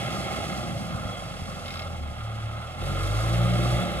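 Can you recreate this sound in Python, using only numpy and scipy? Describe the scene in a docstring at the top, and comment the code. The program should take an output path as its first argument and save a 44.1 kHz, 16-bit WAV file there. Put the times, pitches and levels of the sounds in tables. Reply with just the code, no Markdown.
"""A four-cylinder diesel tractor on open sandy ground, some metres from a stereo microphone.
It starts at high speed, block and valve gear clattering with every firing, then runs down.
From about 1 s the chassis thumps over ruts; near 1.7 s a loose part gives one short rattle.
The engine labours near idle until, at 2.8 s, it is throttled up hard: the intake rasps,
the exhaust booms and snarls, and the chassis takes one more rut."""
import sys
import numpy as np
from scipy import signal
from scipy.fft import rfft, irfft
from scipy.io import wavfile

SR = 44100
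rng = np.random.default_rng(int(sys.argv[2]) if len(sys.argv) > 2 else 0)


def file_out(sig):
    """Save sig as 16-bit WAV at sys.argv[1]."""
    # one column per channel
    cols = np.atleast_2d(sig).T
    # limit, then scale
    lim = np.clip(cols, -1, 1)
    pcm = np.round(lim * 32767).astype(np.int16)
    wavfile.write(sys.argv[1], SR, pcm)


N = 176400
T = np.arange(N) / SR
HZ = np.maximum(np.arange(N // 2 + 1) * SR / N, 1)

# engine speed: time_s, firing_rate_hz
FIRING_RATE = [(0, 67), (.2, 65.8), (.42, 67.4), (.6, 62.5), (.8, 54.4), (1, 53.9), (1.25, 46.9),
               (1.55, 42.3), (1.85, 43.6), (2.02, 37.8), (2.18, 36.8), (2.55, 36.6), (2.77, 41.5),
               (2.88, 46.3), (3, 46.5), (3.12, 52.6), (3.35, 58), (3.7, 60.4), (3.85, 60), (4, 57)]
# load on the engine: time_s, share_of_full_load
LOAD = [(2.79, 0.018), (2.83, 1.16), (3.1, 1.03), (3.75, 1.23), (4, 0.9)]
# unevenness of the four cylinders: relative_strength
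CYLINDER_BALANCE = [1.4, -0.96, 0.22, -1.3]
# rumble of the running gear: time_s, level_db
RUMBLE_LEVEL = [(0, -33.5), (.5, -36), (.8, -34.5), (1.3, -41.5), (1.9, -42), (2.72, -46.5), (2.85, -39.5),
                (3.3, -42.5), (3.6, -35), (4, -34.5)]
# its spectrum: frequency_hz, gain_db
RUMBLE_COLOUR = [(20, -41), (45, -9), (80, -0.5), (120, 3.5), (170, 3), (215, -1), (280, -10), (400, -46)]
# shaken panels: centre_s, level_db, half_length_s, pitch_hz
PANEL_SWELLS = [(1.157, -51, 0.087, 3320), (3.822, -44.5, 0.018, 3390)]
# chinks of the loose part: start_s, level_db
RATTLE_HITS = [(1.658, -41), (1.681, -40), (1.705, -38.5), (1.724, -45), (1.740, -40.5), (1.757, -45),
               (1.771, -41), (1.793, -37), (1.819, -41)]
# spectrum of a chink: frequency_hz, gain_db
RATTLE_COLOUR = [(1200, -7), (2600, 1), (3800, 4.5), (4500, -5), (5100, -2.5), (6200, -19)]
# modes of the loose part: pitch_hz, gain_db, t60_s
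RATTLE_MODES = [(2150, -4, 0.18), (2630, -5, .05), (3820, -7, .06)]
# chassis jolts: start_s, level_db, pitch_hz
RUT_THUMPS = [(0.948, -18.5, 124), (1.053, -18, 111.9), (1.419, -20.5, 85), (3.458, -14.5, 85.2)]
# spectrum of the intake air: frequency_hz, gain_db
INTAKE_COLOUR = [(3200, -18), (3600, 19.5), (4500, -2.5), (5300, -10), (7000, -22), (8200, 7), (9000, -12),
                 (9700, 6), (12900, -5), (14000, -3)]
# what the engine body radiates, lower and upper range: frequency_hz, gain_db
BODY_LOW = [(290, -5), (330, -1), (440, -8), (555, 2), (630, 1.5), (730, 2.5), (840, -1.5), (935, -18),
            (1040, -6), (1170, -2.5), (1235, 5), (1290, 2.5), (1370, 6.5), (1440, -1), (1530, -11)]
BODY_HIGH = [(1600, -3.5), (1870, -6), (2130, 3.5), (2410, -9.5), (2590, 0.5), (3020, -7), (3355, 1.5),
             (3480, -7.5), (3950, -5), (5250, -13), (6200, -12), (8200, -11), (8890, -17.5), (9480, -10.5),
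             (12900, -24.5), (14000, -22)]
# ringing covers, valve clatter and hiss, each before its trim: time_s, level_db
COVER_LEVEL = [(0, -37.5), (.42, -38), (.78, -43), (1.03, -38.5), (1.35, -44), (1.65, -40.5), (2.05, -45),
               (2.3, -40), (2.78, -42), (2.82, -37.5), (3.75, -34), (4, -38)]
VALVE_LEVEL = [(0, -38), (.45, -40), (.8, -44.5), (1.6, -45), (2, -48), (2.35, -46.5), (2.78, -46),
               (2.82, -41.5), (3.3, -39.5), (3.8, -37), (4, -39.5)]
HISS_LEVEL = [(0, -46), (.5, -47), (.9, -51), (1.6, -51), (1.82, -54), (2, -57), (2.77, -56), (2.84, -49),
              (3.2, -44.5), (3.45, -47), (3.73, -45), (4, -50.5)]
# exhaust pipe resonances: pitch_hz, width_hz, gain_db
PIPE_MODES = [(334.2, 25, 3.5), (427, 49, -2), (565, 38, 3)]
# strongest overtones of the snarl: multiple_of_firing_rate
SNARL_MULTIPLES = [5.75, 9.25, 10, 10.5, 11.75, 12]
# how the silencer passes them: frequency_hz, gain_db
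SILENCER_COLOUR = [(300, -7.5), (340, 0.5), (385, -8), (480, -6), (545, -1.5), (620, -5), (710, -1.5)]
# exhaust boom at one, two and three times the firing rate: time_s, level_db
BOOM_1 = [(0, -49), (.5, -44), (1.1, -47.5), (2, -48), (2.78, -52), (2.83, -36.5), (3.12, -31), (3.78, -31),
          (3.84, -47), (4, -35)]
BOOM_2 = [(0, -58), (.7, -40), (1.25, -47), (1.8, -40), (2.03, -33.5), (2.14, -39.5), (2.22, -42.5),
          (2.78, -43.5), (2.83, -33.5), (3.1, -29), (3.42, -24.5), (3.77, -27), (3.85, -47), (4, -57)]
BOOM_3 = [(0, -51), (.85, -47), (1.6, -54.5), (2.16, -44.5), (2.25, -34), (2.45, -34), (2.77, -45),
          (2.94, -33), (3.18, -53), (3.3, -37), (3.55, -29.5), (3.68, -42), (3.82, -30.5), (3.93, -43)]
# stereo width at the microphone: frequency_hz, side_minus_mid_db
STEREO_WIDTH = [(40, -3), (62, -8.5), (120, -27), (170, -4.5), (290, 1.5), (370, -13), (620, -11.5),
                (820, -2.5), (1060, 10.5), (1380, -21.5), (1560, 10.5), (1790, 2.5), (2250, -5), (3010, 3),
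                (3500, -2), (5080, 8.5), (6600, 0), (8570, 2), (12000, -2)]
# lean of the image, as far as the width allows: frequency_hz, left_minus_right_db
STEREO_LEAN = [(330, 0), (490, 1.5), (750, -9), (1150, -1), (2670, -0.5), (4070, -1.5), (6210, -5),
               (9470, 0)]
# out-of-phase side sound that comes straight from the tractor: frequency_hz, power_share
DIRECT_SHARE = [(600, 0.88), (1300, 1), (2500, .35), (9000, 0.57)]

# layers that follow the effort: unloaded_cruise_db, per_speed_doubling_db, full_load_adds_db
RASP_LAW, KNOCK_LAW, INTAKE_LAW = (-49, 17, 1.595), (-39, 7.8, 2.55), (-68, 3.4, 12.9)
PIPE_LAW, SNARL_LAW = (-62.5, 1.5, 17.6), (-54, 15.5, 5.7)
CRUISE_FIRING_HZ, CYLINDERS = 54.6, 4
METAL_EVENNESS = 0.69   # 1 = smooth response, 0 = full of narrow modes


def from_db(db):
    """Decibels to gain."""
    return 10 ** (np.asarray(db) / 20)


def in_time(rows):
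    """A control curve at every sample."""
    return np.interp(T, *np.transpose(rows))


def over_hz(points):
    """A table over log frequency, at every bin."""
    hz, value = np.transpose(points)
    return np.interp(np.log(HZ), np.log(hz), value)


def colour(x, gain):
    """Filter by a gain per frequency, then scale to unit rms."""
    filtered = irfft(rfft(x) * gain, N)
    return filtered / np.sqrt(np.mean(filtered ** 2) + 1e-20)


def noise_pair(spectrum):
    """Two independent noises of one colour: (direct, scattered)."""
    return colour(rng.standard_normal((2, N)), from_db(over_hz(spectrum)))


def drift(rate_hz):
    """Slow random wander of unit rms."""
    return colour(rng.standard_normal(N), 1 / (1 + (HZ / rate_hz) ** 2))


def resonance(hz, width_hz):
    """Response of two like resonators in series, 1 at its top."""
    return 1 / (1 + 1j * hz / width_hz * (HZ / hz - hz / HZ)) ** 2


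def struck(start_s, db, hz, t60_s):
    """One mode, struck and dying away."""
    age = np.maximum(T - start_s, 0)
    return from_db(db - 60 * age / t60_s) * (age < 2 * t60_s) * np.sin(2 * np.pi * hz * age)


def tone(turns, level_db, waver_db):
    """One partial locked to the crank, wavering in strength."""
    return -np.sqrt(2) * np.cos(2 * np.pi * turns) * from_db(level_db + waver_db * drift(17))


def effort_db(law):
    """Level that rises with engine speed and load."""
    cruise_db, per_doubling_db, load_db = law
    doublings = np.log2(in_time(FIRING_RATE) / CRUISE_FIRING_HZ)
    return cruise_db + per_doubling_db * doublings + load_db * in_time(LOAD)


def gear_rumble():
    """The running gear churns, low and uneven, under everything else."""
    return noise_pair(RUMBLE_COLOUR) * from_db(in_time(RUMBLE_LEVEL))


def panel_rings():
    """Panels shaken by the engine swell briefly in narrow metallic rings."""
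    rings = np.zeros(N)
    for centre_s, db, half_length_s, hz in PANEL_SWELLS:
        swell = from_db(db) * np.exp(-((T - centre_s) / half_length_s) ** 2)
        rings += swell * colour(rng.standard_normal(N), resonance(hz, width_hz=100))
    return rings


def loose_rattle(decay_s=0.0089):
    """A quick run of short chinks keeps a loose metal part ringing."""
    envelope = sum(from_db(db) * (T >= start_s) * np.exp(-np.abs(T - start_s) / decay_s)
                   for start_s, db in RATTLE_HITS)
    chinks = envelope * noise_pair(RATTLE_COLOUR)
    ringing = sum(struck(start_s + rng.random() / hz, db + mode_db, hz, t60_s)
                  for start_s, db in RATTLE_HITS for hz, mode_db, t60_s in RATTLE_MODES)
    return chinks + ringing


def chassis_thumps():
    """Each rut rings the chassis for a few low cycles."""
    jolts = -sum(struck(start_s, db, hz, t60_s=0.041) for start_s, db, hz in RUT_THUMPS)
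    return signal.sosfilt(signal.butter(2, 45, "high", fs=SR, output="sos"), jolts)


def intake_air(firings, pulse_db=6.0, flicker_db=1.7):
    """Air rasps through the intake, one gulp per firing, louder under load."""
    gulps_db = pulse_db * np.cos(2 * np.pi * firings) + flicker_db * drift(25)
    return noise_pair(INTAKE_COLOUR) * from_db(effort_db(INTAKE_LAW) + gulps_db)


def contacts(firings, per_cycle=64, scatter_db=1, jitter_s=0.00003):
    """Valves, injectors and pistons strike at the same crank angles each cycle, never equally hard."""
    cycles = firings / CYLINDERS
    angle, strength = rng.random(per_cycle), rng.standard_normal(per_cycle)
    due_cycles = np.arange(int(cycles[-1]) + 1)[:, None] + angle
    due_s = np.interp(due_cycles, cycles, T, right=np.inf)
    chance = rng.standard_normal((len(due_s), per_cycle, 2))
    sample = (due_s + jitter_s * chance[..., 0]) * SR
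    strength = strength * from_db(scatter_db * chance[..., 1])
    heard = (sample >= 0) & (sample < N)
    return np.bincount(sample[heard].astype(int), strength[heard], N)


def clatter(firings, level_db, body, band_hz, trim_db, strike_share, pulse_db, ring_s, flicker_db):
    """Contacts ring in the metal over combustion noise, pulsing at each firing: (direct, scattered)."""
    cylinder = np.take(CYLINDER_BALANCE, firings.astype(int) % CYLINDERS)
    pulse = np.exp(-3 * (firings % 1)) + 0.14 * cylinder
    envelope = from_db(pulse_db * pulse + flicker_db * drift(14.6))
    low_hz, high_hz = band_hz
    band_loss = np.sqrt((1 + (low_hz / HZ) ** 20) * (1 + (HZ / high_hz) ** 20))
    radiation = from_db(over_hz(body)) / band_loss
    strikes, paths = contacts(firings), []
    for _ in range(2):
        metal = rfft(rng.standard_normal(N) * np.exp(-T / ring_s))
        ringing = np.sqrt(strike_share) * colour(strikes, metal / np.abs(metal) ** METAL_EVENNESS)
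        combustion = np.sqrt(1 - strike_share) * rng.standard_normal(N)
        paths.append(colour(envelope * (ringing + combustion), radiation))
    return np.array(paths) * from_db(level_db + trim_db)


def engine_body(firings):
    """The engine clatters in five bands, from low exhaust rasp and block knock up to hiss."""
    rasp = clatter(firings, effort_db(RASP_LAW), BODY_LOW, band_hz=(239, 465), trim_db=-1,
                   strike_share=0.28, pulse_db=-4.5, ring_s=0.006, flicker_db=-0.25)
    knock = clatter(firings, effort_db(KNOCK_LAW), BODY_LOW, band_hz=(470, 990), trim_db=-2,
                    strike_share=0.7, pulse_db=-1.5, ring_s=0.0026, flicker_db=0.8)
    covers = clatter(firings, in_time(COVER_LEVEL), BODY_LOW, band_hz=(876, 1680), trim_db=-4,
                     strike_share=0.49, pulse_db=2, ring_s=0.005, flicker_db=1.46)
    valves = clatter(firings, in_time(VALVE_LEVEL), BODY_HIGH, band_hz=(1590, 3860), trim_db=-3,
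                     strike_share=0.39, pulse_db=1, ring_s=0.0072, flicker_db=0.64)
    hiss = clatter(firings, in_time(HISS_LEVEL), BODY_HIGH, band_hz=(4190, 18000), trim_db=-2.5,
                   strike_share=0.16, pulse_db=2.5, ring_s=0.0094, flicker_db=1)
    return rasp + knock + covers + valves + hiss


def exhaust_pipe(firings, roughness=1.9):
    """A puff of gas per firing rings the exhaust pipe."""
    puffs = np.exp(-12 * (firings % 1)) * (1 + roughness * rng.standard_normal(N))
    response = sum(from_db(db) * resonance(hz, width_hz) for hz, width_hz, db in PIPE_MODES)
    return colour(puffs, response) * from_db(effort_db(PIPE_LAW))


def exhaust_snarl(firings):
    """Unequal cylinders give overtones at quarter multiples; each swells through silencer resonances."""
    level_db, firing_hz = effort_db(SNARL_LAW), in_time(FIRING_RATE)
    snarl = np.zeros(N)
    for multiple in SNARL_MULTIPLES:
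        silencer_db = np.interp(multiple * firing_hz, *np.transpose(SILENCER_COLOUR))
        snarl += tone(multiple * firings + rng.random(), level_db + silencer_db, waver_db=3.5)
    return snarl


def exhaust_boom(firings, dispersion_turns=0.11, chug_db=0.7):
    """Three harmonics of the firing rate, put out of step by the pipe, swell once per engine cycle."""
    boom = sum(tone((k + 1) * firings + dispersion_turns * k ** 2, in_time(level), waver_db=1.34)
               for k, level in enumerate((BOOM_1, BOOM_2, BOOM_3)))
    return boom * from_db(chug_db * np.cos(2 * np.pi * firings / CYLINDERS))


def stereo_microphone(direct, scattered):
    """Two ports hear the tractor with a level and phase difference that changes with frequency."""
    width = from_db(over_hz(STEREO_WIDTH))
    power_ratio = from_db(over_hz(STEREO_LEAN)) ** 2
    balance = (power_ratio - 1) / (power_ratio + 1)
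    in_phase = np.clip(balance * (1 + width ** 2) / (2 * width), -1, 1)
    share, mid = over_hz(DIRECT_SHARE), rfft(direct)
    out_of_phase = 1j * np.sqrt(share) * mid + np.sqrt(1 - share) * rfft(scattered)
    side = irfft(width * (in_phase * mid + np.sqrt(1 - in_phase ** 2) * out_of_phase), N)
    return np.array([direct + side, direct - side])


def scene():
    """The tractor from some metres off; one running count of firings keeps the engine in step."""
    wobble = 1 + 0.002 * drift(10)
    firings = np.cumsum(in_time(FIRING_RATE) * wobble) / SR
    direct, scattered = engine_body(firings) + gear_rumble() + loose_rattle() + intake_air(firings)
    exhaust = exhaust_boom(firings) + exhaust_snarl(firings) + exhaust_pipe(firings)
    return stereo_microphone(direct + exhaust + panel_rings() + chassis_thumps(), scattered)


def record(dry):
    """The recorder cuts the top steeply above 14.2 kHz."""
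    return signal.sosfilt(signal.ellip(10, .1, 80, 14200, fs=SR, output="sos"), dry)


dry = scene()
out = record(dry)
file_out(out)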